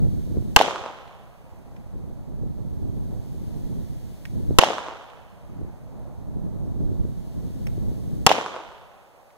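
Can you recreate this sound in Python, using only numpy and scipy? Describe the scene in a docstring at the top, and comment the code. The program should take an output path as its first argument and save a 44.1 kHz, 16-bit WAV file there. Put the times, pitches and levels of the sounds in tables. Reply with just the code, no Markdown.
"""Three slow, aimed pistol shots crack out on a snowy range, a few steps from the microphones they overload.
Each is a shock pulse with decaying gas noise, then slide clatter; boards, berm and pines return filtered
pulses and decaying noise. Small clicks and dull ticks, decaying modes and noise, fall between the shots.
Wind noise and low thumps buffet the ports over a soft rush in the pines and a steady hiss.
A gain control ducks everything after each overload and creeps back."""
import sys
import numpy as np
from scipy import signal
from scipy.fft import rfft, irfft, next_fast_len
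from scipy.io import wavfile
from scipy.ndimage import map_coordinates

SR = 44100
rng = np.random.default_rng(int(sys.argv[2]) if len(sys.argv) > 2 else 0)


def unload_wav(signal):
    """Save mono or channel-first audio to the path in sys.argv[1] as 16-bit WAV at rate SR, clipped to [-1, 1]."""
    wavfile.write(
        sys.argv[1],
        SR,
        np.round(np.clip(np.atleast_2d(signal).T, -1, 1) * 32767).astype(np.int16),
    )


N = 413216
TIME = np.arange(N) / SR


# All levels are ahead of the gain control; spectra are relative.
# shots: (time [s], blast level [dB], echo level [dB], overload surge level [dB])
SHOTS = [(0.5625, 21.5, -1, 9), (4.5861, 23, -0.9, 12), (8.2651, 21, -1.1, -10)]
# roll of the near wood: (frequency [Hz], density [dB per Hz])
NEAR_WOOD = [(40, -20), (150, -7), (400, 1.5), (900, -1.5), (1900, -4.5), (3100, -0.5), (4600, -12.5),
             (6300, -12), (7600, -22), (9000, -27.5), (15000, -34)]
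# its decay: (frequency [Hz], t60 [s])
NEAR_T60 = [(100, 0.91), (800, 0.52), (3000, 0.51), (7000, 0.51), (14000, 0.54)]
# roll of the far wood: (frequency [Hz], density [dB per Hz])
FAR_WOOD = [(40, -32), (200, -18.5), (430, 0.5), (800, 0.5), (1250, -4), (1900, -12.5), (3200, -10),
            (4700, -20), (6500, -17.5), (12000, -39)]
# its decay: (frequency [Hz], t60 [s])
FAR_T60 = [(100, 0.84), (800, 1.49), (3000, 1.4), (6500, 0.95), (12000, .6)]
# roll of the hills: (frequency [Hz], density [dB per Hz])
HILLS = [(50, -21.5), (300, -14), (550, -0.5), (850, -0.5), (1400, -12.5), (2500, -18.5), (6000, -58.5)]


def pistol():
    """Every shot: blast, slide, the same echoes each time, and the roll of snow, wood and hills."""
    out = np.zeros((2, N))
    surfaces = echoes() + trees()
    snow_t60 = [(1000, 0.071), (4000, 0.032), (10000, 0.031)]  # (frequency [Hz], t60 [s])
    hills_t60 = [(500, 6.38)]
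    for shot_s, blast_db, echo_db, surge_db in SHOTS:
        snow = scatter(GAS, snow_t60, db=3.0, rise_s=0.00047, spiky_db=2.5, size=SR // 10)
        near = scatter(NEAR_WOOD, NEAR_T60, db=-10.0, rise_s=0.027, spiky_db=3.0, size=SR * 2 // 3)
        far = scatter(FAR_WOOD, FAR_T60, db=-17, rise_s=0.077, spiky_db=1.5, size=2 * SR)
        hills = scatter(HILLS, hills_t60, db=-34.0, rise_s=0.73, spiky_db=2.0, size=3 * SR)
        add(out, shot_s, blast(blast_db, surge_db))
        add(out, shot_s, slide())
        for answer in (surfaces, snow, near, far, hills):
            add(out, shot_s, amp(echo_db) * answer)
    return out


# muzzle gas, also the colour of the snow's roll: (frequency [Hz], density [dB per Hz])
GAS = [(30, -19), (250, -4.5), (900, 7.5), (1700, -1.5), (2800, 0.5), (4500, -5), (6500, -5), (9500, -15.5),
       (15500, -22)]
# gas balance: (frequency [Hz], left-right [dB])
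BLAST_PAN = [(200, -1), (1000, -3), (2400, 4), (4500, 5), (8000, 2.5), (15000, 4.5)]


def blast(db, surge_db, push_s=0.00032, ground_s=0.0034, ground_db=-3.5, gas_db=-2, gas_t60_s=0.0069,
          port_hz=2750, port_db=-5, port_t60_s=0.0063, lag_s=.00006):
    """Muzzle shock and turbulent gas ring the ports; the snow sends a second, duller copy."""
    t = TIME[:SR // 10]
    opposed = np.array([[1], [-1]])
    shock = (1 - t / push_s) * np.exp(-t / push_s)
    port = amp(port_db - 60 * t / port_t60_s) * np.sin(2 * np.pi * port_hz * t) * opposed
    turbulence = stereo(rng.standard_normal((2, len(t))), GAS, BLAST_PAN)
    gas = amp(gas_db - 60 * t / gas_t60_s) * turbulence
    direct = shock + port + gas
    both = direct.copy()
    bounce = filtered(direct, lambda hz: 1 / (1 + 1j * hz / 2600))
    add(both, ground_s, -amp(ground_db) * bounce)
    right_only = np.array([[0], [1]])
    both = filtered(both, lambda hz: np.exp(-2j * np.pi * hz * lag_s * right_only))
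    # the overloaded channels swing apart for a few milliseconds
    surge = np.exp(-((t - .0028) / .001) ** 2) + 0.57 * np.exp(-((t - .0065) / 0.0019) ** 2)
    return amp(db) * both + amp(surge_db) * surge * opposed


# slide hits its rear stop, then runs home:
# (delay [s], level [dB], t60 [s], ring frequency [Hz], ring over rasp [dB])
SLIDE = [(0.0269, -10.5, .022, 3250, 14.5), (0.0285, -8, .024, 3000, 10), (0.0506, -17, .014, 2900, -3),
         (.0536, -12, .032, 3050, 16.5), (0.06, -10, 0.01, 5500, -12)]


def slide():
    """Steel on steel: short rasping bursts, each with one broad ring."""
    out, t = np.zeros((2, SR // 4)), TIME[:SR // 10]
    rasp_spectrum = [(200, -14.0), (1000, 4.5), (6200, -3.0), (9500, -21.5), (16000, -34)]
    for delay_s, db, t60_s, ring_hz, ring_db in SLIDE:
        hiss = rng.standard_normal((2, len(t)))
        ring = unit(filtered(hiss, lambda hz: 1 / (1 + 12j * (hz / ring_hz - 1))))
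        rasp = noise(rasp_spectrum, len(t))
        add(out, delay_s, amp(db - 60 * t / t60_s) * unit(rasp + amp(ring_db) * ring))
    return out


# distinct echoes of boards, berm and forest edge; small surfaces answer higher;
# the two near 0.03 s give the slide's clack its body:
# (delay [s], peak level [dB], centre frequency [Hz], left-right [dB]); the shot's echo level adds
ECHOES = [(.0066, 5.5, 901, 7), (.0091, -1, 902, 4), (0.0267, -6.5, 860, -5.5), (0.0304, -6.5, 948, -7),
          (0.0402, 0, 653, -12.5), (.0497, 8.5, 797, 9), (.0509, 1, 762, -5.5), (0.077, -14.5, 650, 15),
          (0.089, -10, 886, 12), (0.0998, -6.5, 820, 0), (0.1178, -8, 540, 11), (0.1226, -5.5, 850, 5),
          (.147, -6, 1048, -1), (.197, -6, 1080, -1), (.277, -13, 910, -1), (.299, -11.5, 870, -2),
          (.307, -20.5, 1010, -5), (0.516, -30.5, 3000, -2)]
# rasp of a rough surface: (frequency [Hz], density [dB per Hz])
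ROUGH = [(500, -18), (3200, 0.5), (6500, -7.5), (12000, -33)]


def echoes(spread_s=.00008, rough_db=-27, rough_t60_s=0.0089):
    """Each row is one pulse, not quite together at the ports, and a short rasp as of a rough surface."""
    out, t = np.zeros((2, SR)), TIME[:SR // 20]
    skews_s = spread_s * rng.standard_normal(len(ECHOES))
    for (delay_s, db, centre_hz, pan_db), skew_s in zip(ECHOES, skews_s):
        left, right = amp(db) * pan(pan_db) * slap(centre_hz)
        add(out[0], delay_s - skew_s / 2, left)
        add(out[1], delay_s + skew_s / 2, right)
        add(out, delay_s, amp(db + rough_db - 60 * t / rough_t60_s) * noise(ROUGH, len(t)))
    return out


# returned report at its reference centre: (frequency [Hz], level [dB])
REPORT = [(40, -38), (200, -16), (450, -2.5), (800, 4), (1100, -2), (1500, -15), (3000, -21), (6000, -32),
          (9000, -53.5), (16000, -70.5)]
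REPORT_HZ = 800


def slap(centre_hz):
    """The report as a surface returns it: one pulse, strongest around centre_hz."""
    return pulse([(hz * centre_hz / REPORT_HZ, db) for hz, db in REPORT])


def trees():
    """Trunks scattered deep into the wood, and the denser row at its edge, where the roll swells again."""
    deep = trunks(count=130, first_s=.055, last_s=.8, db=-17, fall_db_per_s=38.5)
    edge = trunks(count=20, first_s=.275, last_s=.35, db=-23, fall_db_per_s=20)
    return deep + edge


def trunks(count, first_s, last_s, db, fall_db_per_s, scatter_db=5.5, centre_hz=900, octaves=.5, width_db=5):
    """Separate trees at random distances; their echoes crackle, tending weaker the farther they come."""
    out = np.zeros((2, SR))
    for k, (place, size, bearing, colour) in enumerate(rng.uniform(-1, 1, (count, 4))):
        later_s = (last_s - first_s) * (k + 1 + place) / count
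        level_db = db - fall_db_per_s * later_s + scatter_db * size
        echo = slap(centre_hz * 2 ** (octaves * colour))
        add(out, first_s + later_s, amp(level_db) * pan(width_db * bearing) * echo)
    return out


# roll balance: (frequency [Hz], left-right [dB])
WOOD_PAN = [(60, -5), (110, 4), (200, 0.5), (380, -0.5), (700, -2), (1290, -1.0), (2380, -5), (4400, -2.5),
            (8120, 10.5), (15000, 1.5)]


def scatter(spectrum, t60, db, rise_s, spiky_db, size):
    """Countless scatterers blur the shot into a roll; each frequency dies at its own speed."""
    t, knots = TIME[:size], TIME[:size:44]
    sizes = np.interp(t, knots, rng.standard_normal(len(knots)))
    spiky = rng.standard_normal((2, size)) * amp(spiky_db * sizes)
    pair = stereo(spiky, spectrum, WOOD_PAN)
    hz, frame_s, bins = signal.stft(pair, SR, nperseg=256)
    decay = amp(-60 * frame_s / along(t60, hz)[:, None])
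    tail = signal.istft(bins * decay, SR, nperseg=256)[1][:, :size]
    return amp(db) * tail * (1 - np.exp(-t / rise_s))


# side over mid: (frequency [Hz], ratio [dB])
WOOD_SIDE = [(60, 15.5), (200, -6), (400, -3.5), (700, -5), (1300, -8.5), (2400, 11.5), (3400, -3),
             (8000, 3)]


def stereo(pair, spectrum, balance):
    """Two unrelated signals become a coloured left and right of rms 1, narrow in the middle register."""
    def mid_side_gains(hz):
        angle = np.arctan(amp(along(WOOD_SIDE, hz)))
        return amp(along(spectrum, hz)) * [np.cos(angle), np.sin(angle)]
    mid, side = filtered(pair, mid_side_gains)
    left_right = np.array([mid + side, mid - side])
    return unit(filtered(left_right, lambda hz: pan(along(balance, hz))))


# small clicks and dull ticks, as of a trigger or a spent case landing; level_db adds:
# (time [s], relative level [dB], left-right [dB], tilt above 2500 Hz [dB per octave])
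CLICKS = [(1.764, -34.5, 0.5, -5), (4.2534, -30.5, -1, -3), (7.6688, -30, -3.5, -1.5),
          (9.304, -42, -0.5, -5)]
# modes they share: (frequency [Hz], relative level [dB], t60 [s])
CLICK_MODES = [(1350, -10, .018), (1886, 4, 0.018), (2350, 7, 0.0082), (3160, -5, .012), (5400, 0, 0.013),
               (6300, -4, .014), (8600, -3, 0.014)]


def clicks(level_db=-8, rebound_s=0.0032, rebound_db=-3, air_db=-24):
    """Each click strikes and rebounds, ringing modes with a noise snap; the surroundings answer faintly."""
    out, t = np.zeros((2, N)), TIME[:SR // 5]
    snap_spectrum = [(400, -17), (2000, 7), (6000, -15), (15000, -5)]
    air_spectrum = [(600, -20), (2200, 10), (9000, -24)]
    for click_s, db, pan_db, tilt_db in CLICKS:
        for delay_s, hit_db in [(0, 0), (rebound_s, rebound_db)]:
            ring = np.zeros((2, len(t)))
            for hz, mode_db, t60_s in CLICK_MODES:
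                cycles = hz * t + rng.random((2, 1))
                ring += amp(mode_db - 60 * t / t60_s) * np.sin(2 * np.pi * cycles)
            snap = amp(-60 * t / 0.015) * noise(snap_spectrum, len(t))
            air = amp(air_db - 60 * t / 0.3) * noise(air_spectrum, len(t))
            mix = 0.68 * ring + 0.74 * 1.94 * snap + air
            tick = filtered(mix, lambda hz: amp(tilt_db * np.log2(np.maximum(hz / 2500, 1))))
            add(out, click_s + delay_s, amp(db + level_db + hit_db) * pan(pan_db) * tick)
    return out


# port turbulence: (frequency [Hz], density [dB per Hz])
BUFFET = [(10, -22.5), (25, 4), (60, 3.5), (120, 3), (210, -2), (350, -12.5), (550, -24), (900, -41.5),
          (1500, -56), (4000, -78)]


def wind(level_db=0.12, lumps_db=1.5, flutter_db=2.5, sway_db=1.0, bright_db_per_db=0.32, bright_hz=300,
         spurt_db=2.5, pan_db=-1.7):
    """Turbulence at each port; stronger gusts reach higher, and single eddies thump."""
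    strength_db = wind_strength()
    per_port_db = np.array([lumps_db * wobble(22) + flutter_db * wobble(90) for port in range(2)])
    lumps = amp(sway_db * wobble(9) + per_port_db)
    flow = unit(noise(BUFFET, N) * lumps)
    upper = filtered(flow, lambda hz: hz ** 2 / (hz ** 2 + bright_hz ** 2))
    upper_db = bright_db_per_db * (strength_db - np.median(strength_db)) + spurt_db * wobble(35)
    buffet = widened(flow + upper * (amp(upper_db) - 1), cross=0.67)
    return (amp(strength_db + level_db) * buffet + eddies(strength_db)) * pan(pan_db)


# breeze at the ports, swelling and dropping every few seconds: (time [s], strength [dB])
BREEZE = [(0, -22), (.52, -28), (.7, -41.5), (1.12, -41), (1.8, -31.5), (2.42, -24), (2.95, -23),
          (3.35, -30.5), (3.8, -27.5), (4.25, -37.5), (5.1, -43), (5.5, -34.5), (6.5, -22.5), (6.95, -22),
          (7.25, -29.5), (8.2, -27), (8.42, -45), (9.37, -53.5)]
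# short gusts on top: (crest time [s], 1/e half length [s], rise [dB])
GUSTS = [(0.026, .05, 4.5), (0.364, 0.043, 5), (2.029, 0.091, 4.5), (2.434, 0.045, 5), (4.385, .055, 12.5),
         (4.502, .07, 18.5), (5.59, 0.1, 10.5), (6.879, .15, 1), (7.826, .11, 4.5)]


def wind_strength():
    """Buffeting in dB: the slow breeze, with each gust a bell-shaped rise on top."""
    gusts_db = sum(rise_db * np.exp(-((TIME - crest_s) / half_s) ** 2) for crest_s, half_s, rise_db in GUSTS)
    return np.interp(TIME, *np.transpose(BREEZE)) + gusts_db


# strongest eddies at a port, before panning: (time [s], level [dB])
EDDIES = [(0.068, -25), (0.371, -18.5), (1.956, -24), (2.434, -21), (4.508, -16), (5.615, -19.5),
          (6.654, -24), (6.817, -23), (7.051, -20), (7.78, -22.5), (7.916, -26.5)]
# one eddy: (frequency [Hz], density [dB per Hz])
THUMP = [(15, -27), (60, 5.5), (170, -5), (350, 0.5), (550, -10), (900, -30), (1600, -44), (4000, -71.5)]


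def eddies(strength_db, lean_db=5, count=50, small_db=-5, small_scatter_db=3.5):
    """Low thumps that lean to one port; the lesser ones come at random and grow with the wind."""
    out, thump = np.zeros((2, N)), pulse(THUMP)
    lesser = []
    for i in rng.integers(N, size=count):
        lesser.append((TIME[i], strength_db[i] + small_db + small_scatter_db * rng.standard_normal()))
    for eddy_s, db in lesser + list(EDDIES):
        add(out, eddy_s, amp(db) * pan(lean_db * rng.standard_normal()) * thump)
    return out


# rush in the pines, before a small random wobble: (time [s], level [dB])
PINES = [(0, -57.5), (1.5, -53), (2.1, -46), (2.8, -51.5), (4.1, -55.5), (5.4, -54), (6.1, -44.5),
         (6.5, -45), (7.2, -53.5), (8.0, -55.5), (9.3, -55)]
# microphone hiss: (frequency [Hz], density [dB per Hz])
HISS = [(100, -8.5), (1000, -2), (2000, 1.5), (3500, 1), (5000, 0), (9000, -2), (15500, -3)]


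def background(hiss_db=-57.5):
    """A soft rush swells in the distant pines, over the hiss of the microphones."""
    rush_spectrum = [(60, -14.5), (300, -5), (600, 3.5), (900, -2.5), (1400, -18.0), (2500, -35.0), (6000, -58.5)]
    mid, side = noise(rush_spectrum, N)
    rush_db = np.interp(TIME, *np.transpose(PINES)) + 1.1 * wobble(7)
    pines = amp(rush_db) * unit(np.array([mid + .5 * side, mid - .5 * side]))
    hiss = amp(hiss_db) * widened(noise(HISS, N), cross=0.66, fade_hz=4100)
    return pines + hiss


def widened(ports, cross=.66, lag_s=.000385, fade_hz=6000):
    """Each channel subtracts a late, duller copy of the other: unrelated sound turns wide and comb-coloured."""
    late = filtered(ports[::-1], lambda hz: np.exp(-2j * np.pi * hz * lag_s) / np.hypot(1, hz / fade_hz))
    return unit(ports - cross * late)


def noise(spectrum, n):
    """Two unrelated coloured noises of joint rms 1."""
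    return unit(filtered(rng.standard_normal((2, n)), lambda hz: amp(along(spectrum, hz))))


def pulse(spectrum, size=2048):
    """A causal minimum-phase pulse of peak 1 with the given spectrum."""
    hz = np.fft.rfftfreq(size, 1 / SR)
    cepstrum = irfft(np.log(amp(along(spectrum, hz))))
    wave = irfft(np.exp(rfft(2 * cepstrum[:size // 2], size)))
    return wave / np.abs(wave).max()


def wobble(rate_hz):
    """A smooth random curve through rate_hz random knots a second."""
    coarse = TIME[::32]
    knots = rng.standard_normal(int(N * rate_hz / SR) + 4)
    return np.interp(TIME, coarse, map_coordinates(knots, [coarse * rate_hz]))


def filtered(x, response):
    """x times a response of frequency, zero-padded against wrap-around."""
    n = x.shape[-1]
    m = next_fast_len(n + SR // 4)
    return irfft(rfft(x, m) * response(np.fft.rfftfreq(m, 1 / SR)), m)[..., :n]


def along(points, hz):
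    """(frequency [Hz], value) points read on a log axis."""
    f, v = np.transpose(points)
    return np.interp(np.log(hz + 1), np.log(f + 1), v)


def amp(db):
    """Decibels to gain."""
    return 10 ** (np.asarray(db) / 20)


def unit(x):
    """Scaled to rms 1."""
    return x / np.sqrt(np.mean(x ** 2) + 1e-20)


def pan(db):
    """Left and right gains for a level difference."""
    return amp(np.array([[.5], [-.5]]) * db)


def add(track, start_s, sound):
    """Mix a sound into a track from start_s."""
    start = max(round(start_s * SR), 0)
    part = sound[..., :track.shape[-1] - start]
    track[..., start:start + part.shape[-1]] += part


def scene():
    """Everything that reaches the two microphones."""
    return pistol() + clicks() + wind() + background()


def record(dry, duck_db=8, hold_s=1.74, release_s=1.22, rail=0.89, top_hz=15800):
    """An overload turns the gain down, to creep back after a hold; peaks clip flat, the extreme top is cut."""
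    overload = np.abs(dry).max(axis=0) > 2
    since_s = TIME - np.maximum.accumulate(np.where(overload, TIME, -20))
    depth = np.clip(1 - (since_s - hold_s) / release_s, 0, 1)
    ducked = dry * amp(-duck_db * depth)
    return filtered(np.clip(ducked, -rail, rail), lambda hz: 1 / (1 + (hz / top_hz) ** 120))


dry = scene()
out = record(dry)
unload_wav(out)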